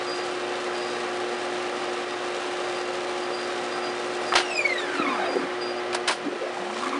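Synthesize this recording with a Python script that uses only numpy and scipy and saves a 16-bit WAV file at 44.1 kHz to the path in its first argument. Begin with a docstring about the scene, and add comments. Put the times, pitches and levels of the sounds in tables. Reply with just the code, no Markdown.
"""Tape deck winding, stopping and restarting

A reel-to-reel deck winds fast: its motor hums, the drive whirs, tape hisses and a rubbing reel squeaks.
A lever clunks, and friction runs the reels down with a falling, rattling whine as the motor keeps going.
The lever clunks again; the motor takes up the load and the reels growl back up towards full speed."""
import sys
import numpy as np
from scipy import signal
from scipy.fft import rfft, irfft, next_fast_len
from scipy.io import wavfile

SR = 44100
rng = np.random.default_rng(int(sys.argv[2]) if len(sys.argv) > 2 else 0)


def unload_audio(sound):
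    """Save the sound as a 16-bit wav file, at the path given as the first command line argument."""
    columns = np.transpose(np.atleast_2d(sound))
    # keep every value between -1 and 1, then stretch to whole-number steps
    steps = np.round(np.clip(columns, -1, 1) * 32767)
    wavfile.write(sys.argv[1], SR, steps.astype(np.int16))


N = 308259
TIME = np.arange(N) / SR
RELEASE_S, ENGAGE_S = 4.36, 6.08  # the lever frees the drive, then engages it again
MAINS_HZ, FULL_WHINE_HZ = 59.9, 3135


def reel_speed(friction_hz_per_s=2330, drag_per_s=0.245, spin_up_s=1.97):
    """Share of full speed: steady, slowed to rest by dry friction and drag, then pulled up again."""
    friction = friction_hz_per_s / drag_per_s / FULL_WHINE_HZ
    slowing = (1 + friction) * np.exp(-drag_per_s * np.maximum(TIME - RELEASE_S, 0)) - friction
    rising = 1 - np.exp(-np.maximum(TIME - ENGAGE_S, 0) / spin_up_s)
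    return np.maximum(slowing, 0) + rising


# Resonances of the reels and their mounts: centre_hz, width_hz, lift_db
REEL_MODES = [(285, 100, 5.5), (520, 110, 4), (590, 80, 4.5), (1125, 90, 5), (1314, 60, 4), (1540, 90, 4),
              (1925, 90, 6.5), (2080, 110, 7.5), (2238, 74, 17.5), (2345, 32, 8.5), (2385, 28, 7.5),
              (2450, 84, 18.5), (2650, 85, 9.5), (3480, 160, 9), (3740, 170, 18.5), (4080, 110, 7),
              (4232, 90, 16), (4462, 90, 12), (4720, 90, 10), (5010, 190, 14), (5850, 400, -5),
              (7060, 200, 10.5), (7400, 420, 16), (7950, 260, 12.5), (8850, 160, 11), (9750, 600, 14)]
def flare(hz):
    """Gain along a pitch curve: a partial flares as it glides through each reel resonance."""
    lift_db = sum(db / (1 + (2 * (hz - centre) / width) ** 4) for centre, width, db in REEL_MODES)
    return gain_of(lift_db)


# Partials of the reels' whine: harmonic, level_db
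WHINE_PARTIALS = [(1, -37.5), (2, -46), (3, -54.5), (4, -60.5), (5, -64)]
def reel_whine(speed, driven, flutter=0.0066, driven_db=-5, driven_overtones_db=-12, dulling_db=-5):
    """The whine follows the speed; slow reels rasp, and driven reels sing less than braked ones."""
    pitch, size = FULL_WHINE_HZ * speed, len(speed)
    hz = pitch * (1 + flutter * wander(size, 109.5))
    slow = np.interp(hz, [850, 1700], [1, 0])
    rough = 0.3 + 0.4 * slow
    whine = np.zeros(size)
    for k, db in WHINE_PARTIALS:
        drive_db, slow_db = (driven_db, -4.5) if k == 1 else (driven_overtones_db, -3)
        level = gain_of(db + driven * drive_db + slow * slow_db)
        level *= gain_of(dulling_db * (k - 1) * (1 - speed))  # overtones fade as the reels slow
        level *= gain_of(np.minimum(4 * wander(size, 80), 2))  # each partial breaks off for moments
        whine += level * flare(k * pitch) * rough_tone(k * hz, rough, width_hz=120 * np.sqrt(k))
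    slips = gain_of(-38.5 + driven * driven_db + 2 * wander(size, 70))  # uneven slips smear the whine
    rasp = slow * slips * rough_tone(hz, rough=0.99, width_hz=200)
    return whine + flare(pitch) * rasp, hz


def reels(speed, growl_db=-40, bite_s=0.17):
    """From the release on, the reels whine and chatter, with a growl two octaves below."""
    released = TIME >= RELEASE_S
    pitch, driven = FULL_WHINE_HZ * speed[released], TIME[released] > ENGAGE_S
    whine, fluttering_hz = reel_whine(speed[released], driven)
    growl = flare(pitch / 4) * rough_tone(fluttering_hz / 4, rough=0.27, width_hz=55)
    growl *= gain_of(growl_db - 0.5 * driven) * np.interp(pitch, [637, 700], [0, 1])
    growl *= np.where(driven, pitch / pitch[-1], 1) ** 1.3  # under drive it builds with the speed
    bite_db = np.interp(TIME[released] - RELEASE_S, [0, bite_s], [-4, 0])  # the brake takes hold
    chatter_db = wander(len(pitch), 45)
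    turning = np.minimum(pitch / 300, 1)
    return RELEASE_S, (whine + growl) * turning * gain_of(bite_db + chatter_db)


# Tone colour of the struck mechanism: frequency_hz, level_db
METAL_COLOUR = [(30, -33), (100, -35), (200, -24), (300, -2), (420, -3), (650, 6), (1000, 5), (1600, 0.5),
                (2600, -2.5), (4600, -11), (6000, -20.5), (7500, -27), (10000, -30.5)]
# Its clear ringing modes: pitch_hz, level_db, t60_s
METAL_MODES = [(900, -18, 0.63), (1017, -1.5, 0.2), (1393, 1, 0.41), (1610, 1, 0.39), (1817, -28, 0.85),
               (2190, -15, 0.55)]
# Hits of the lever and its linkage: start_s, level_db, treble_tilt_db_per_octave, decay_factor
LEVER_CLUNKS = [(4.338, -13.5, 3, 0.21), (4.3534, -10.5, 4, 0.81), (4.356, -8.5, 7, 0.35),
                (4.3605, -16, 8, .2), (4.37, -13.5, 4, 1), (4.382, -15.5, 5.5, 0.88), (4.4008, -20, 4, .35),
                (5.9293, -21.5, 6, 0.23), (5.9355, -23.5, 5, 0.27), (5.946, -15, 11.5, 0.3),
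                (5.949, -10, 12.5, 0.29), (5.966, -32, 9, 0.57), (6.075, -17, 12, 0.39),
                (6.077, -9.5, 9.5, 0.65), (6.086, -10.5, 9.5, 0.25), (6.094, -14.5, -1, 0.66),
                (6.102, -17, 0, 0.32), (6.11, -16, 10.5, 0.95), (6.1242, -22, 3, .45)]
def lever_clunk(start, db, tilt_db, decay_factor, crack_db=4, crack_s=0.00091, modes_db=-12):
    """A short crack, then the dense ring of springs and plates with a few clear modes."""
    t = np.arange(SR // 2) / SR
    noise = rng.standard_normal(len(t))
    dense = coloured(noise, lambda f: curve_db(METAL_COLOUR, f) + tilt_db * np.log2(np.fmax(f / 1e3, 1)))
    modes = np.zeros(len(t))
    for hz, mode_db, t60 in METAL_MODES:
        tone = np.sin(2 * np.pi * (hz * t + rng.random()))
        modes += gain_of(mode_db) * decay(t, t60 * decay_factor) * tone
    fade = decay(t, 0.2 * decay_factor)
    attack = 1 - np.exp(-t / 0.0006)
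    crack = 1 + gain_of(crack_db) * np.exp(-t / crack_s)
    hit = dense * fade * crack + gain_of(modes_db) * modes * np.sqrt(fade)
    return start, gain_of(db) * attack * hit / 2


# Knocks of the loose reels at low speed: start_s, level_db, pitch_hz, t60_s
REEL_KNOCKS = [(4.997, -13.5, 252, 0.041), (5.098, -20, 280, 0.056), (5.29, -18, 564, 0.025),
               (5.329, -11.5, 523, 0.035), (5.355, -8, 460, 0.034), (5.366, -11, 520, 0.03),
               (6.326, -19, 418, 0.037), (6.358, -23, 420, 0.044), (6.571, -21, 850, 0.047),
               (6.62, -20, 770, .03), (6.699, -15, 960, 0.037), (6.879, -20, 1250, .035),
               (6.931, -19, 1150, .035), (6.767, -15, 1070, 0.033), (6.811, -19, 1120, .035),
               (6.834, -18, 1140, .04), (6.868, -20, 1140, .035), (6.954, -16, 1160, 0.035)]
# Light clacks of the lever's latch: start_s, level_db, pitch_hz, t60_s
LATCH_CLACKS = [(4.322, -5.5, 1260, 0.024), (4.3272, -6.5, 1080, 0.018), (4.3365, -3, 1160, 0.016),
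                (4.36, -7, 1150, .014), (5.948, -10.5, 935, 0.028), (6.0955, -10.5, 800, .014)]
def knock(start, db, hz, t60, rise_s=0.0014, rattle=0.36, spread_octaves=0.39, cycles=5):
    """A damped knock: a few cycles of one pitch, with a rattle spread around it."""
    t = np.arange(SR // 4) / SR
    noise = rng.standard_normal(len(t))
    band = coloured(noise, lambda f: -10 * np.log10(1 + (np.log2((f + 1) / hz) / spread_octaves) ** 4))
    body = np.sin(2 * np.pi * hz * t) * np.exp(-hz * t / cycles) + rattle * band
    attack = 1 - np.exp(-t / rise_s)
    return start, gain_of(db) * body * attack * decay(t, t60)


# Chirps as the slow reels catch and slip:
# start_s, end_s, level_db, from_hz, to_hz, overtones_db, rough_share
SLIP_CHIRPS = [(4.912, 4.97, -35.5, 1660, 1400, -22, .3), (4.975, 5.03, -42, 4170, 3700, -30, .2),
               (4.985, 5.03, -31, 1380, 1240, -16, .2), (5.0, 5.035, -39.5, 670, 625, -1, .15),
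               (5.04, 5.1, -40, 1190, 1080, 2, .15), (5.075, 5.175, -41, 1275, 1110, 0, .2),
               (5.088, 5.148, -29.5, 1110, 985, -24, .45), (5.145, 5.2, -33, 1400, 1150, -25, .15),
               (5.19, 5.243, -30, 810, 725, -10, .3), (5.205, 5.24, -34, 1590, 1460, -25, .15),
               (5.238, 5.278, -32, 665, 612, -3, .15), (5.385, 5.47, -33.5, 335, 255, -22, .6),
               (6.254, 6.295, -26, 292, 285, -20, .15), (6.39, 6.5, -31.5, 515, 565, -26, .5),
               (6.81, 6.89, -33.5, 1120, 1175, -22, .7), (6.915, 6.985, -32, 1090, 1165, -20, .7)]
def slip_chirp(start, end, db, from_hz, to_hz, overtones_db, rough, width_hz=160):
    """One slip slides in pitch; its overtones flare as they pass the reels' resonances."""
    size = round((end - start) * SR)
    pitch = np.geomspace(from_hz, to_hz, size)
    overtones = np.zeros(size)
    for k in range(2, 7):
        level = gain_of(-1.5 * (k - 2)) * flare(k * pitch) ** 0.63
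        rolloff = 1 / (1 + (k * pitch / 4300) ** 12)
        overtones += level * rolloff * rough_tone(k * pitch, rough, width_hz)
    tone = rough_tone(pitch, rough, width_hz) + gain_of(overtones_db) * overtones / 2
    return start, gain_of(db) * tone * signal.windows.tukey(size, 0.5)


# Squeaks of a rubbing reel: start_s, end_s, level_db, pitch_hz
REEL_SQUEAKS = [(.052, .255, -37, 4829), (.72, 1.0, -46, 4785), (.785, 1.02, -45, 4875),
                (1.13, 1.21, -49.5, 4880), (1.29, 1.42, -46, 4875), (1.78, 1.93, -47.5, 4850),
                (2.06, 2.17, -48, 4880), (2.615, 2.71, -44.5, 4780), (2.735, 2.88, -44, 4780),
                (3.195, 3.3, -44, 4790), (3.315, 3.47, -38, 4780), (3.45, 3.53, -47, 4775),
                (3.705, 3.79, -38, 4835), (3.81, 3.94, -38, 4838), (4.25, 4.39, -38, 4810),
                (5.085, 5.215, -45, 4885), (5.235, 5.29, -39, 4885), (5.26, 5.36, -37.5, 4810),
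                (5.345, 5.43, -40.5, 4795), (5.598, 5.68, -35.5, 4825), (5.66, 5.74, -36.5, 4818),
                (5.745, 5.82, -44, 4825)]
def reel_squeak(start, end, db, hz, upper_db=-20, attack_s=0.035, fade_db=-10):
    """A rub sets two high modes whistling: a quick rise, then a stuttering fade."""
    t = np.arange(round((end - start) * SR)) / SR
    pitch = hz * (1 + 0.0008 * wander(len(t), 30))
    lower = rough_tone(pitch, rough=0.11, width_hz=75)
    upper = rough_tone(1.72 * pitch, rough=1, width_hz=110)
    stutter_db = 1.5 * wander(len(t), 40)
    fade = gain_of(fade_db * (t / t[-1]) ** 1.3)
    envelope = np.minimum(t / attack_s, 1) * fade * signal.windows.tukey(len(t), 0.2)
    return start, gain_of(db + stutter_db) * (lower + gain_of(upper_db) * upper) * envelope


# Tone colour of the slipping drive: frequency_hz, level_db
SCRAPE_COLOUR = [(230, -27), (280, 14), (360, -8), (800, -1.5), (1100, 2.5), (1650, 2.5), (2100, -0.5),
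                 (2400, 2), (2750, -32), (6000, -25)]
# Stretches where it slips: start_s, end_s, level_db
DRIVE_SLIPS = [(4.684, 5.62, -37), (6.735, 7.25, -39.5)]
def drive_scrape(grain_db=4, grain_hz=150):
    """The drive slips in uneven jerks and scrapes while the reels change speed."""
    jerks = rng.standard_normal(N) * gain_of(grain_db * wander(N, grain_hz))
    slipping = sum(gain_of(db) * swell(start, end, edges=0.45) for start, end, db in DRIVE_SLIPS)
    return slipping * coloured(jerks, lambda f: curve_db(SCRAPE_COLOUR, f))


# Strain on the motor as the drive lets go and as it grips: start_s, load_share, rise_s, ease_s
MOTOR_LOADS = [(4.4, 0.62, 0.13, 0.24), (6.08, 0.91, 0.021, 1)]
def motor_load():
    """Load on the motor, 0-1: it jumps at each change of drive and then eases."""
    load = np.zeros(N)
    for start, share, rise_s, ease_s in MOTOR_LOADS:
        t = np.maximum(TIME - start, 0)
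        load += share * np.minimum(t / rise_s, 1) * np.exp(-t / ease_s)
    return load


# Mains hum of the motor and chassis: harmonic, level_db
HUM_PARTIALS = [(2, -62), (3, -76.5), (4, -53), (6, -35.5), (8, -47), (10, -50), (12, -45.5), (14, -46.5),
                (18, -56.5), (20, -55), (22, -50), (26, -55)]
def motor_hum(load, trim_db=1, load_db=-7.5, beat_s=2.51, crest_s=1.28):
    """The motor's field shakes the chassis at multiples of the mains, less under load."""
    beat = np.cos(2 * np.pi * (TIME - crest_s) / beat_s)
    hum = np.zeros(N)
    for k, db in HUM_PARTIALS:
        depth = 0.65 if k == 4 else 0.033  # only the fourth harmonic beats deeply
        tremble = 0.018 * (k / 6) ** 2
        tone = rough_tone(np.full(N, k * MAINS_HZ), rough=tremble, width_hz=7.3)
        hum += gain_of(db) * tone * np.sqrt(1 + depth ** 2 + 2 * depth * beat)
    return hum * gain_of(trim_db + load_db * load)


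# Tone colour of the whir: frequency_hz, level_db
WHIR_COLOUR = [(18, -74.5), (30, -41), (117, -30), (205, -25), (231, -22), (325, -17), (358, 0),
               (385, -11.5), (468, -11), (673, -13.5), (742, -12), (901, -14.5), (1180, -12), (4940, -28),
               (10000, -46), (13000, -82), (22000, -120)]
# Resonances of the deck's plate and case: centre_hz, width_hz, lift_db
CASE_MODES = [(177, 21, 5), (210, 24, -0.5), (298, 79, 9), (356.4, 38, -12), (472, 22, 4), (549, 38, 7.5),
              (611, 35, 5.5), (650, 32, -1.5), (759, 60, 5), (940, 100, -2.5), (1010, 35, 3.5),
              (1150, 25, 1), (1300, 15, 0.5), (1665, 61, 3.5), (1928, 144, 4), (2386, 116, 4.5),
              (2700, 78, 4), (2950, 100, 4), (3135, 55, 4), (3540, 46, 2), (3700, 25, 2.5), (4040, 40, 1),
              (8960, 730, 8)]
def drive_whir(speed, load, level_db=-32, rest_db=-0.73, load_db=-3):
    """Fan and bearings: tiny dense impacts ring the case, softer with reels at rest or under load."""
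    def colour_db(f):
        case_db = sum(db / (1 + (2 * (f - hz) / width) ** 2) for hz, width, db in CASE_MODES)
        return curve_db(WHIR_COLOUR, f) + case_db
    impacts = rng.standard_normal(N) * gain_of(0.5 * wander(N, 900))
    impacts *= 1 + 0.066 * np.cos(2 * np.pi * 2 * MAINS_HZ * TIME)  # torque pulses twice a mains cycle
    impacts *= gain_of(0.54 * wander(N, 30))  # slight flutter
    return coloured(impacts, colour_db) * gain_of(level_db + rest_db * (1 - speed) + load_db * load)


# Narrow resonances in the whir: centre_hz, width_hz, level_db
WHIR_BANDS = [(502, 45, -47), (549.6, 16, -48), (762, 22, -49.5), (1181, 26, -49.5), (2715, 22, -55),
              (3730, 18, -56.5), (4046, 26, -57.5)]
def wavering_whir(speed, drift=0.012, waver_db=2, waver_hz=2.2):
    """Narrow resonances in the whir slowly swell and drift in pitch; they fade as the reels slow."""
    bands = np.zeros(N)
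    for hz, width_hz, db in WHIR_BANDS:
        level = gain_of(db + waver_db * wander(N, waver_hz))
        pitch = hz * (1 + drift * wander(N, waver_hz))
        bands += level * rough_tone(pitch, rough=1, width_hz=width_hz)
    return bands * speed


# Tone colour of the running tape: frequency_hz, level_db
HISS_COLOUR = [(500, 1.5), (2000, -3), (3300, 3.5), (4500, 0), (6000, -3), (8000, -6), (10000, -10.5)]
# The tape's brush against a reel flange: start_s, end_s, level_db
FLANGE_BRUSH = (6.68, 6.94, -37.5)
def tape_hiss(speed, level_db=-43, grain_db=3, flutter_db=1.5):
    """Tape slides over its guides, louder with speed, and once brushes a reel flange."""
    grains = rng.standard_normal(N) * gain_of(grain_db * wander(N, 270) + flutter_db * wander(N, 16))
    start, end, brush_db = FLANGE_BRUSH
    sliding = gain_of(level_db) * speed ** 0.41
    brushing = gain_of(brush_db) * swell(start, end, edges=0.7)
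    return coloured(grains, lambda f: curve_db(HISS_COLOUR, f)) * np.hypot(sliding, brushing)


def reflections(x, wet_db=-11, t60=0.09, taps_per_s=2000, first_s=0.002):
    """Close reflections from the deck's plate and the walls make a gliding tone flutter."""
    t = np.arange(SR // 4) / SR
    taps = rng.standard_normal(len(t)) * (rng.random(len(t)) < taps_per_s / SR)
    taps *= (t > first_s) * decay(t, t60)
    return x + gain_of(wet_db) * signal.oaconvolve(x, taps / np.linalg.norm(taps))[:N]


def gain_of(db):
    """Decibels to amplitude."""
    return 10 ** (np.asarray(db) / 20)


def decay(t, t60):
    """A fade of 60 dB every t60 seconds."""
    return gain_of(-60 * t / t60)


def unit_rms(x):
    """Scales to an rms of 1."""
    return x / np.sqrt(np.mean(x ** 2) + 1e-20)


def curve_db(points, hz):
    """An EQ curve: points joined by straight lines over log frequency."""
    f, db = np.transpose(points)
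    return np.interp(np.log(hz + 1), np.log(f + 1), db)


def coloured(x, shape_db):
    """Filters x by a dB curve over frequency and scales it to an rms of 1."""
    gain = gain_of(shape_db(np.fft.rfftfreq(len(x), 1 / SR)))
    return unit_rms(irfft(rfft(x) * gain, len(x)))


def wander(size, hz):
    """Smooth random motion of rms near 1, no faster than about hz."""
    step = int(np.clip(SR / hz / 20, 1, 200))
    count = next_fast_len(max(size, SR) // step + 2)
    f = np.fft.rfftfreq(count, step / SR)
    spectrum = rfft(rng.standard_normal(count)) * np.exp(-(f / hz) ** 2)
    return np.interp(np.arange(size) / step, np.arange(count), unit_rms(irfft(spectrum, count)))


def rough_tone(hz, rough, width_hz):
    """A tone on a pitch curve; the rough share of its power is smeared into a narrow band."""
    smear = (wander(len(hz), width_hz) + 1j * wander(len(hz), width_hz)) / np.sqrt(2)
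    carrier = np.exp(2j * np.pi * (np.cumsum(hz) / SR + rng.random()))
    return np.sqrt(2) * (carrier * (np.sqrt(1 - rough) + np.sqrt(rough) * smear)).real


def swell(start, end, edges):
    """A smooth rise, hold and fall; edges is the share of time spent rising and falling."""
    inside = np.minimum(TIME - start, end - TIME) / (edges * (end - start) / 2)
    return np.sin(np.pi / 2 * np.clip(inside, 0, 1)) ** 2


def add(mix, start_s, sound):
    """Mixes a sound in at its start time."""
    part = mix[round(start_s * SR):][:len(sound)]
    part += sound[:len(part)]


def scene(low_cut_hz=180):
    """The whole deck in mono, heard from close by."""
    speed, load = reel_speed(), motor_load()
    transport = tape_hiss(speed) + wavering_whir(speed) + drive_scrape()
    add(transport, *reels(speed))
    for row in SLIP_CHIRPS:
        add(transport, *slip_chirp(*row))
    for row in REEL_KNOCKS + LATCH_CLACKS:
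        add(transport, *knock(*row))
    low_cut = signal.butter(4, low_cut_hz, "high", fs=SR, output="sos")
    transport = signal.sosfilt(low_cut, transport)  # small parts radiate little bass
    deck = motor_hum(load) + drive_whir(speed, load) + reflections(transport)
    for row in REEL_SQUEAKS:
        add(deck, *reel_squeak(*row))
    for row in LEVER_CLUNKS:
        add(deck, *lever_clunk(*row))
    return deck[None]


def record(dry):
    """A steep low-pass takes off the highest treble."""
    low_pass = signal.firwin(801, cutoff=10150, window=("kaiser", 9), fs=SR)
    return signal.oaconvolve(dry, low_pass[None], "same")


dry = scene()
out = record(dry)
unload_audio(out)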